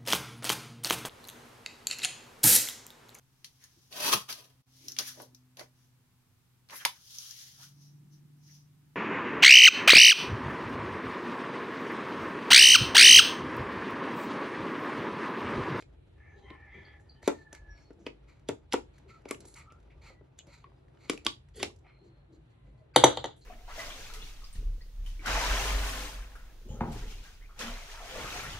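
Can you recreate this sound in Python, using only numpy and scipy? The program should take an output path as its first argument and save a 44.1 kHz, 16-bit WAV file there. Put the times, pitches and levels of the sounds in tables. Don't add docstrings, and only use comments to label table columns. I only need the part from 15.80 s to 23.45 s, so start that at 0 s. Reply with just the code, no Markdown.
import sys
import numpy as np
from scipy import signal
from scipy.fft import rfft, irfft
from scipy.io import wavfile
from scipy.ndimage import uniform_filter1d

SR = 44100
rng = np.random.default_rng(int(sys.argv[2]) if len(sys.argv) > 2 else 0)


def elevation(decibels):
    levels = np.asarray(decibels, float)
    return 10 ** (levels / 20)


def to_wav(s):
    ch = np.atleast_2d(s).T
    pcm = np.round(np.clip(ch, -1, 1) * 32767)
    wavfile.write(sys.argv[1], SR, pcm.astype(np.int16))


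N = 337365


def level(x, db):
    return x * elevation(db) / np.sqrt(np.mean(x ** 2))


def curve(table):
    s, value = np.transpose(table)
    return np.interp(np.arange(N) / SR, s, value)


def on_log(table, hz):
    f, value = np.transpose(table)
    return np.interp(np.log(hz + 1), np.log(f), value)


def band(x, hz, width_hz):
    return signal.lfilter(*signal.iirpeak(hz, hz / width_hz, fs=SR), x)


def two_bands(x, hz, first_width_hz, second_width_hz):
    return band(band(x, hz, first_width_hz), hz, second_width_hz)


def walk(rate_hz, size=N):
    hold = max(int(SR / rate_hz), 48)
    steps = np.repeat(rng.standard_normal(size // hold + 1), hold)
    return 1.8 * uniform_filter1d(uniform_filter1d(steps, hold), hold)[:size]


def slips(size):
    slip_db = 2.0 * rng.exponential(size=size) + 1.9 * walk(76, size)
    return rng.standard_normal(size) * elevation(slip_db)


def ring(modes, push_s, scatter_db, detune, stutter_s):
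    t = np.arange(SR // 6) / SR
    hz, t60_s, db = np.transpose(modes)[:, :, None]
    chance = rng.standard_normal((2, len(modes), 1))
    sign = (-1) ** np.arange(len(modes))[:, None]
    swing = np.sin(2 * np.pi * hz * (1 + detune * chance[1]) * t)
    decay = np.exp(-np.log(1000) * t / t60_s)
    free = sign * elevation(db + scatter_db * chance[0]) * swing * decay
    u = t[:1024] / stutter_s
    jolts = rng.standard_normal(1024) ** 4 * u * np.exp(-u)
    push = np.sin(np.pi * np.clip(t[:128] / push_s, 0, 1)) ** 2
    y = signal.fftconvolve(free.sum(axis=0), np.convolve(jolts, push))[:len(t)]
    return y / np.abs(y).max()


def crack(hz, width_hz, decay_s, rustle_db=-22, rustle_s=0.0019):
    t = np.arange(SR // 6) / SR
    fade = np.exp(-t / decay_s) + elevation(rustle_db) * np.exp(-t / rustle_s)
    attack = 1 - np.exp(-t / 0.0008)
    y = two_bands(rng.standard_normal(len(t)) * fade * attack, hz, width_hz, width_hz)
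    return y / np.abs(y).max()


def add(out, start_s, x, pan_db):
    i = int(start_s * SR)
    x = x[:N - i]
    out[:, i:i + len(x)] += x * elevation(np.array([[pan_db], [-pan_db]]) / 2)


# start_s, peak_db, pitch_hz,
# sizzle_db, tear_db
SNAPS = [(0.0228, -38.5, 2600, -11, -7), (0.703, -33.5, 2000, -40, -28), (0.703, -43, 3630, -40, -13),
         (1.428, -42, 1760, -7, -20.5), (1.476, -21.5, 2000, 0, -1.5), (1.479, -24, 4140, -3, -5),
         (1.728, -34.5, 1800, -3, -16.5), (1.7486, -37.5, 1800, -6.5, -4.5),
         (2.2648, -23.5, 2700, -30, -5.5), (2.687, -24.5, 3600, -4, -5), (2.9236, -18, 3700, -13, -2.5),
         (2.932, -22, 4100, 2, -6), (2.938, -13, 1470, -13.5, -5.5), (3.4537, -44.5, 2370, -13, 4),
         (3.509, -24, 2260, -1, -3), (3.546, -32, 2540, -14, -16), (4.588, -38.5, 3400, -16, -3.5),
         (4.841, -43.5, 2480, -48, -12), (5.296, -16, 2840, -7, 0.5), (5.298, -22, 1120, -1.5, -17.5),
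         (5.332, -36.5, 1120, -5.5, -3), (5.3755, -35, 2520, -10, -5), (5.4483, -37.5, 3000, 1.5, -15),
         (5.4651, -3.5, 3140, -13, -22.5), (5.8284, -15, 3050, -4.5, 2.5), (5.83, -20.5, 10800, -18.5, -26),
         (3.51, -22.5, 10440, -14, -30), (4.589, -28.5, 7040, -37.5, -34), (7.372, -26.5, 7200, -33, -30.5),
         (7.442, -30.5, 7200, -32.5, -28.5), (7.458, -31, 6970, -28, -30), (7.24, -12.5, 2050, -30, -20),
         (5.4676, -16.5, 1160, -40.5, -25), (4.918, -50.5, 1100, -40, -21)]
# start_s, peak_db, sizzle_db
TICKS = [(2.105, -58, -12), (2.13, -69, 3), (2.595, -59, -9), (3.1811, -51, -5.5), (3.418, -64, -3),
         (5.082, -58, -27), (3.487, -59, 17), (3.604, -52, 8.5), (3.652, -54.5, 8), (3.7397, -54.5, 12),
         (3.921, -54.5, -0.5), (3.9998, -66, 1), (4.028, -57, -12), (4.669, -53, -2), (5.172, -53.5, -21),
         (5.686, -56, -4.5), (5.96, -71, 11.5), (5.987, -68.5, 5)]


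def blade_snaps():
    out = np.zeros((2, N))
    tick_hz, tick_tear_db = 1800, -2
    ticks = [(s, db, tick_hz, sizzle_db, tick_tear_db) for s, db, sizzle_db in TICKS]
    strain_n = 880
    for s, db, hz, sizzle_db, tear_db in SNAPS + ticks:
        pan_db = -0.5 + 1.1 * rng.standard_normal()
        snap = ring([(hz, .004, 0), (hz * 0.92, .003, -6)], 0.000076, 3.3, 0.012, 0.00063)
        tear = 0.5 * crack(hz, 0.31 * hz, 0.0003)
        tear = tear + elevation(tear_db) * crack(2400, 3000, 0.003, -22.5, .018)
        sizzle = crack(6800, 6000, 0.0019 * elevation(-0.2 * (db + 20.5)))
        add(out, s, elevation(db - 6.0) * (snap + tear) + elevation(db + sizzle_db) * sizzle, pan_db)
        growth = np.exp(np.arange(-strain_n, 0) / SR / 0.0043)
        creep = band(slips(strain_n) * growth, hz, 0.5 * hz)
        add(out, s - strain_n / SR, elevation(db - 23.0) * creep, pan_db)
    return out


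# start_s, peak_db, struck_hz
THUMPS = [(0.022, -47.5, 456), (0.7048, -34, 250), (1.43, -45, 630), (1.476, -9.5, 524),
          (1.729, -39.5, 640), (2.104, -37.5, 376), (2.2649, -24.5, 440), (2.689, -17.5, 460),
          (2.812, -60, 200), (2.9325, -26, 900), (2.9377, -16, 900), (2.9407, -14.5, 450),
          (3.4558, -33, 450), (3.5089, -22.5, 507), (3.65, -46, 316), (3.92, -50, 444), (4.409, -45, 381),
          (4.669, -51.5, 250), (5.2964, -19.5, 360), (5.3327, -31, 332), (5.377, -44, 504),
          (5.455, -34, 374), (5.467, -33.5, 310), (5.8292, -20, 800)]
# pitch_hz, t60_s, level_db
BOX = [(122, 0.012, -11), (266, 0.031, 5.5), (310, 0.02, 9.5), (367, 0.025, 5.5), (468, 0.021, -1),
       (542, 0.029, 1), (630, 0.0083, -1.5), (800, 0.022, -3.5), (930, 0.074, -13.5), (1120, 0.061, -13.5)]
# start_s, peak_db
LID_RINGS = [(5.468, -27), (5.8, -48), (3.511, -35), (4.841, -43), (5.9, -50)]
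# pitch_hz, t60_s, level_db
LID = [(1120, 0.049, -1), (1020, 0.02, -3.5)]


def box_thumps():
    out = np.zeros((2, N))
    for s, db, hz in THUMPS:
        struck = [(f, t60_s, mode_db - 5 * abs(np.log2(f / hz))) for f, t60_s, mode_db in BOX]
        punch = ring([(hz, 0.012, 0)], 0.00058, 0, 0, 0.0001)
        hollow = ring(struck, 0.00075, 1.7, 0.017, 0.0002)
        rustle = crack(hz, 1.8 * hz, 0.0044, -9.0, 0.018)
        add(out, s + .001, elevation(db + 1.0) * (0.92 * punch + 0.38 * hollow + 0.25 * rustle), 1.2)
    for s, db in LID_RINGS:
        add(out, s, elevation(db) * ring(LID, 0.0012, 2.3, 0.0069, 0.0004), 0)
    return out


# start_s, peak_db, clack_db, blade_db, pan_db
DROPS = [
    (7.16, -3.5, -2.5, -2.5, 1),
    (7.237, 2.5, -12.5, -20, 0),
    (7.24, -19, 9, 15, -1.5),
    (7.248, -20.5, -15, -15.5, -1),
    (7.265, -18.5, -17, -11.5, 1.5),
    (7.172, -20, -2, -16, -3),
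    (7.371, -21, -4.5, -37, 0),
    (7.441, -20.5, -7.5, -15, -1),
    (7.452, -23.5, -11.5, -41, 4.5),
]
# pitch_hz, t60_s, level_db
DESK = [(131.7, 0.18, -16), (250, 0.097, -20), (298.5, 0.19, -19), (366, 0.13, -14), (414, 0.022, -8),
        (497, 0.12, -12.5), (651, 0.076, -14.5), (752, 0.031, -1), (844, 0.014, -2.5), (845, 0.036, -6.5),
        (890, 0.074, -7.5), (1122, 0.05, -8.5), (1649, 0.013, -8.5), (1960, 0.026, -9)]
HANDLE = [(3050, 0.022, -6), (3162, 0.056, -7.5), (3390, 0.014, -5), (3635, 0.026, -6), (3752, 0.03, -1),
          (4360, 0.022, -10.5), (4600, 0.011, -11)]
BLADE = [(6140, 0.031, -0.5), (7200, 0.017, -9), (8060, 0.025, -7.5), (8900, 0.036, -12.5),
         (10030, 0.038, -4.5), (10410, 0.02, -10.5)]
# centre_hz, width_hz
DESK_NULLS = [(2550, 300), (5350, 750)]


def knife_on_desk():
    out = np.zeros((2, N))
    punch_hz = 814
    for s, db, clack_db, blade_db, pan_db in DROPS:
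        desk = 0.33 * crack(600, 890, 0.0023, -14, 0.032)
        desk = desk + 0.5 * ring(DESK, 0.00033, 1.7, 0.0059, 0.00013)
        punch = ring([(punch_hz, 0.02, 0), (punch_hz * .62, .025, -6)], 0.0005, 0, 0.02, 0.0001)
        handle = ring(HANDLE, .0001, 4.2, 0.012, 0.00029)
        handle = handle + 0.28 * crack(3500, 1200, 0.00063, -15.0, 0.04)
        handle = handle + 0.39 * crack(1500, 1200, 0.0021, -21.0, 0.044)
        blade = ring(BLADE, .00006, 1.0, 0.002, .00003) + 0.45 * crack(7400, 2200, .002, -20, 0.023)
        drop = desk + 0.9 * punch + elevation(clack_db) * handle + elevation(blade_db) * blade
        add(out, s + 0.0007, elevation(db - 1.0) * drop, pan_db)
    for hz, width_hz in DESK_NULLS:
        out = out - band(out, hz, width_hz)
    return out


# start_s, length_s, level_db, sizzle_db
SCRAPES = [(0, 0.026, -71, 8), (0.359, 0.35, -75, -35), (0.639, 0.36, -69, -46), (0.796, 0.58, -70, -36),
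           (1.419, 0.14, -62.5, 1), (1.516, 0.19, -79.5, 4.5), (1.736, 0.073, -65, -6),
           (1.905, 0.25, -75.5, -6), (2.466, 0.17, -72, -6), (3.131, 0.11, -80, 1),
           (3.269, 0.16, -66.5, -6), (3.479, 0.059, -56, -9), (3.598, 0.082, -79, 6), (3.643, 0.14, -80, 8),
           (3.747, 0.14, -59.5, -8), (4.21, 0.17, -62.5, -4), (4.671, 0.2, -67.5, -1),
           (5.178, 0.36, -69.5, -2), (6.038, 0.18, -68.5, -30.5), (6.85, 0.1, -86.5, -3),
           (7.136, 0.11, -57.5, -11)]
# start_s, length_s, level_db, sizzle_db
EDGE_SCRAPES = [(0.545, 0.13, -80, -4), (.88, 0.42, -76, -15), (5.735, 0.21, -62.5, 0.5),
                (5.79, 0.081, -52.5, -7), (6.235, 0.082, -94, 13.5), (6.519, 0.075, -89, 11),
                (6.685, 0.07, -92.5, 6), (6.971, 0.079, -92, 5), (7.608, 0.067, -81.5, 11.5)]
# start_s, length_s, level_db, centre_hz
SHIFTS = [(0.515, 0.42, -65.5, 395), (0.935, 0.17, -61, 360), (3.24, 0.12, -62.5, 359),
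          (4.264, 0.11, -64, 525), (4.202, 0.1, -72, 870), (2.109, 0.34, -63.5, 337),
          (2.691, 0.08, -57, 395), (3.519, 0.28, -63, 340), (4.618, 0.2, -69, 545),
          (4.833, 0.128, -69, 396), (5.299, 0.082, -52, 346), (6.029, 0.093, -70, 700),
          (5.74, 0.26, -51, 394.5), (6.2, 0.17, -63, 319), (6.481, 0.18, -62, 307),
          (6.835, 0.13, -70.5, 511)]
# centre_hz, width_hz, level_db
CARD_TOP = [(4300, 650, 4.5), (6800, 1800, -2), (10400, 2600, -15)]


def scrapes():
    out = np.zeros((2, N))
    face_hz, edge_hz = 2170, 3350
    rubs = [(*row, face_hz, 1) for row in SCRAPES] + [(*row, edge_hz, 1) for row in EDGE_SCRAPES]
    rubs += [(s, length_s, db, -37, hz, 1.3) for s, length_s, db, hz in SHIFTS]
    for s, length_s, db, sizzle_db, hz, breadth in rubs:
        u = np.arange(int(length_s * SR)) / (length_s * SR)
        x = slips(SR * 2 // 3)[:len(u)] * np.sin(np.pi * u ** 0.53) ** 2.0
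        width_hz = breadth * hz
        card = two_bands(x, hz, 0.19 * width_hz, 0.36 * width_hz)
        card = card + 0.68 * band(band(x, hz * 0.58, 0.16 * width_hz), hz * 0.54, 0.26 * width_hz)
        card = card + 0.46 * band(x, hz * 0.45, 0.039 * hz)
        top = sum(elevation(top_db) * two_bands(x, f, wide_hz, wide_hz * 2) for f, wide_hz, top_db in CARD_TOP)
        add(out, s, level(card, db) + level(top, db + sizzle_db), 0)
    return out


# start_s, length_s, level_db, centre_hz
BRUSHES = [(1.192, 0.11, -82, 7500), (3.65, 0.19, -63.5, 8100), (3.758, 0.092, -61.5, 7900),
           (5.464, .13, -56.5, 3500), (2, 0.14, -81.5, 6160), (4.587, 0.058, -62, 3050),
           (5.3, 0.11, -67.5, 6700), (5.755, 0.15, -60.5, 8700), (2.265, 0.068, -58, 2200),
           (2.19, 0.12, -81, 6200), (4.1, 0.078, -71.5, 2200), (3.9, 0.051, -72, 2600),
           (4.84, .06, -74, 2040), (5.83, 0.064, -64.5, 4500), (2.94, .08, -58, 2500),
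           (2.69, .06, -61.5, 2600), (2.265, 0.037, -67, 6200), (7.56, 0.095, -74.5, 8700)]


def skin_brushes():
    out = np.zeros((2, N))
    for s, length_s, db, hz in BRUSHES:
        u = np.arange(int(length_s * SR)) / (length_s * SR)
        x = slips(SR // 4)[:len(u)] * np.sin(np.pi * u ** 0.35) ** 2.1
        add(out, s, level(two_bands(x, hz, 0.39 * hz, 0.45 * hz), db), 0)
    return out


# time_s, level_db
GRIP = [(0.0, -73.5), (0.8, -66), (1.23, -67), (1.57, -66), (1.72, -68.5), (2.89, -69), (3.05, -73),
        (3.47, -64.5), (3.77, -66), (4.68, -72), (5.37, -67.5), (5.55, -75), (6.05, -71), (6.48, -75.5),
        (7.12, -73.5)]


def palm_creak():
    creak = slips(N)
    hollow = sum(elevation(db) * band(creak, hz, 1.0 / t60_s) for hz, t60_s, db in BOX)
    held = np.arange(N) < GRIP[-1][0] * SR
    return elevation(curve(GRIP)) * level(hollow, -1.3) * held


# start_s, length_s, first_hz, last_hz, peak_db
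RASPS = [(.35, 1, 800, 826, -70), (.36, 0.23, 1778, 1750, -62.5), (.4, 0.14, 2084, 2070, -65.5),
         (.43, 0.13, 2280, 2260, -74), (.63, 0.16, 1010, 1070, -60.5), (.62, 0.14, 3190, 3070, -70.5),
         (.63, 0.13, 2035, 2070, -56), (.7, 0.5, 1806, 1750, -59.5), (.78, 0.4, 2315, 2300, -65.5),
         (.82, 0.36, 2093, 2023, -59.5), (.9, 0.28, 3290, 3290, -70), (.9, 0.18, 930, 968, -70),
         (1.2, 1, 865, 837, -76.5), (1.22, 0.42, 1800, 1833, -70.5), (2.47, 0.13, 1250, 1290, -84),
         (6.9, 0.18, 627, 614, -73), (1.34, 0.13, 3050, 3050, -77), (3.285, 0.1, 1340, 1316, -63),
         (3.76, 0.2, 1200, 1205, -69.5), (3.86, 0.13, 1280, 1360, -62), (.4, 0.32, 6300, 6400, -86),
         (.62, .13, 6200, 6250, -93), (.65, 0.13, 8250, 8270, -84), (.53, 0.18, 3950, 3950, -82),
         (.9, 0.16, 6240, 6500, -84.5), (7.13, 0.043, 1540, 1520, -64.5), (7.14, 0.024, 4650, 4650, -59),
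         (7.62, 0.046, 4200, 4200, -71), (4.5, 0.096, 2650, 2660, -85.5)]
CHIRPS = [
    (1.045, 0.062, 4630, 4620, -60),
    (1.045, 0.05, 4300, 4250, -62),
    (1.285, 0.11, 4670, 4600, -64),
    (1.285, 0.09, 4250, 4160, -64),
    (1.88, 0.26, 5660, 5310, -67),
]
WHISTLES = [
    (.38, .84, 1772, 1800, -68),
    (1.485, 0.54, 1805, 1680, -60.5),
    (1.95, 0.19, 4470, 4310, -79),
    (4.3, 0.14, 1990, 1980, -75),
    (4.85, 0.2, 4870, 4951, -92),
    (6.07, 0.4, 4170, 4250, -78.5),
    (6.7, 0.39, 2047, 1990, -84),
    (6.7, 0.39, 1043, 1020, -82),
]
# attack_share, release_share, fade_db, roughness (0-1), fray_share (of pitch)
RASP = (.3, .3, 11, .97, .12)
CHIRP = (.1, .88, 24, .93, .08)
WHISTLE = (.02, .3, 14, .7, .06)


def squeaks():
    out = np.zeros((2, N))
    flutter_db, flutter_hz = 2, 30.3
    for rows, kind in [(RASPS, RASP), (CHIRPS, CHIRP), (WHISTLES, WHISTLE)]:
        attack, release, fade_db, rough, fray = kind
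        for s, length_s, first_hz, last_hz, db in rows:
            size = int(length_s * SR)
            u = np.arange(size) / size
            fade_in = np.clip(1 - u / attack, 0, 1)
            fade_out = np.clip(1 - (1 - u) / release, 0, 1)
            fray_hz = fray * first_hz
            noise = (walk(fray_hz, SR) + 1j * walk(fray_hz, SR))[:size] / np.sqrt(2)
            swing = np.sqrt(1 - rough ** 2) + rough * noise
            phase = 2 * np.pi * np.cumsum(first_hz + (last_hz - first_hz) * u) / SR
            tone_db = db - fade_db * (fade_in + fade_out) + flutter_db * walk(flutter_hz, SR)[:size]
            add(out, s, elevation(tone_db) * np.real(swing * np.exp(1j * phase)), 0)
    return out


# centre_hz, t60_s
ROOM_T60 = [(180, 0.3), (360, 0.18), (720, 0.11), (1440, 0.046), (2880, 0.075), (5760, 0.22), (11500, 0.15)]


def room(x):
    tail_db, early_db = -11.5, -17
    t = np.arange(SR * 2 // 3) / SR
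    out = []
    for channel in x:
        noise = rng.standard_normal((2, len(t)))
        tail = sum(band(noise[0], hz, hz * 1.9) * np.exp(-np.log(1000) * t / t60_s) for hz, t60_s in ROOM_T60)
        tail = tail * (1 - np.exp(-t / 0.0087))
        early = noise[1] * np.exp(-t / 0.0034) * (1 - np.exp(-t / 0.0046))
        response = elevation(tail_db) * tail / np.linalg.norm(tail)
        response = response + elevation(early_db) * early / np.linalg.norm(early)
        out.append(signal.fftconvolve(channel, response)[:N])
    mid = (out[0] + out[1]) / 2
    side = band(out[0] - out[1], 1900, 8900)
    return np.array([mid + 0.68 * side, mid - 0.76 * side])


def drone(hz, width_hz):
    return level(two_bands(rng.standard_normal(N), hz, width_hz, width_hz * 0.7), 0)


# time_s, level_db
TRAFFIC = [(0, -63.5), (1.5, -66), (2.7, -61), (4.7, -61.5), (5.7, -61), (6.6, -62), (6.75, -68),
           (6.92, -60), (7.05, -67.5), (7.4, -57.5), (7.65, -66)]
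# centre_hz, width_hz, level_db
TRAFFIC_BANDS = [(52, 13, -1), (76, 26, -2), (126, 56, -0.5)]
# peak_s, spread_s, pitch_hz, level_db
SWELLS = [(0.0, 0.048, 54.6, -60), (.8, 1, 76, -57), (1.89, 0.098, 52, -48.5), (2.41, 0.38, 126, -64),
          (3.03, 0.15, 52, -59.5), (3.85, 0.15, 76, -63), (4.22, 0.083, 52, -53), (5.859, 0.11, 90, -54),
          (7.23, 0.07, 109.9, -43.5), (2.71, 0.033, 115, -48.5)]


def traffic():
    t = np.arange(N) / SR
    bands = sum(elevation(db + 1.5 * walk(3.3)) * drone(hz, width_hz) for hz, width_hz, db in TRAFFIC_BANDS)
    rumble = elevation(curve(TRAFFIC)) * bands
    for s, spread_s, hz, db in SWELLS:
        rumble = rumble + elevation(db) * np.exp(-((t - s) / spread_s) ** 2) * drone(hz, 0.55 * hz)
    side_db = -22
    apart = elevation(side_db) * np.roll(rumble, SR // 9) * np.array([[1], [-1]])
    return rumble + apart


# pitch_hz, density_db (per Hz)
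AIR = [(88, -23.5), (150, -17.5), (201, -15.5), (370, -9), (1140, -25.5), (4150, -35), (5080, -54.5),
       (6820, -51), (9340, -39.5), (11000, -44.5), (12300, -65.5), (16000, -91.5), (22000, -120)]
# time_s, level_db
STIR = [(0, -1), (.9, -2.5), (2.2, -2), (3.6, -3), (5.0, -2.5), (6.0, -5), (6.7, -2), (7.65, -3)]


def air_noise():
    spectrum = rfft(rng.standard_normal(N)) * elevation(on_log(AIR, np.fft.rfftfreq(N, 1 / SR)))
    return level(irfft(spectrum, N), 0)


def room_air():
    air_db, patch_db = -78, 7
    mid, side = air_noise(), 1.3 * air_noise()
    air = np.array([mid + side, mid - side])
    centres_hz = 200 * 2 ** np.arange(0, 6, .75)
    patchy = sum(elevation(patch_db * np.tanh(walk(5.6))) * band(air, hz, 0.93 * hz) for hz in centres_hz)
    return elevation(air_db + curve(STIR)) * patchy


def scene():
    near = blade_snaps() + box_thumps() + knife_on_desk()
    near = near + scrapes() + skin_brushes() + palm_creak() + squeaks()
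    near = signal.sosfilt(signal.butter(3, 185, "high", fs=SR, output="sos"), near)
    return near + room(near) + traffic() + room_air()


def top_cut(x):
    return signal.sosfilt(signal.butter(12, 12460, fs=SR, output="sos"), x)


# pitch_hz, lag_rad
PORTS = [(30, 0), (3000, 0), (6000, .9), (9300, 3.14), (10600, 5.2), (12000, 6.2), (20000, 6.3)]
# pitch_hz, lean_db
LEAN = [(30, 0.2), (190, 0.5), (350, 2), (700, 0.5), (1400, 0.3), (5000, -1), (22000, -0.5)]


def record(dry):
    null_hz, null_width_hz, top_hz, leak_db = 9200, 1750, 11600, -15.5
    hz = np.fft.rfftfreq(N, 1 / SR)
    lag_rad, lean_db = on_log(PORTS, hz), on_log(LEAN, hz)
    turn = np.exp(.5j * np.array([-lag_rad, lag_rad]))
    lean = elevation(np.array([lean_db, -lean_db]) / 2)
    left, right = irfft(rfft(dry) * turn * lean, N)
    mid, side = (left + right) / 2, (left - right) / 2
    mid = mid - signal.filtfilt(*signal.iirpeak(null_hz, null_hz / null_width_hz, fs=SR), mid)
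    ports = np.array([mid + side, mid - side])
    x = signal.sosfilt(signal.cheby1(8, .5, top_hz, fs=SR, output="sos"), ports)
    x = x + elevation(leak_db) * band(ports, 13000, 5100)
    return top_cut(np.clip(x, -1, 1))


dry = scene()
out = record(dry)
to_wav(out)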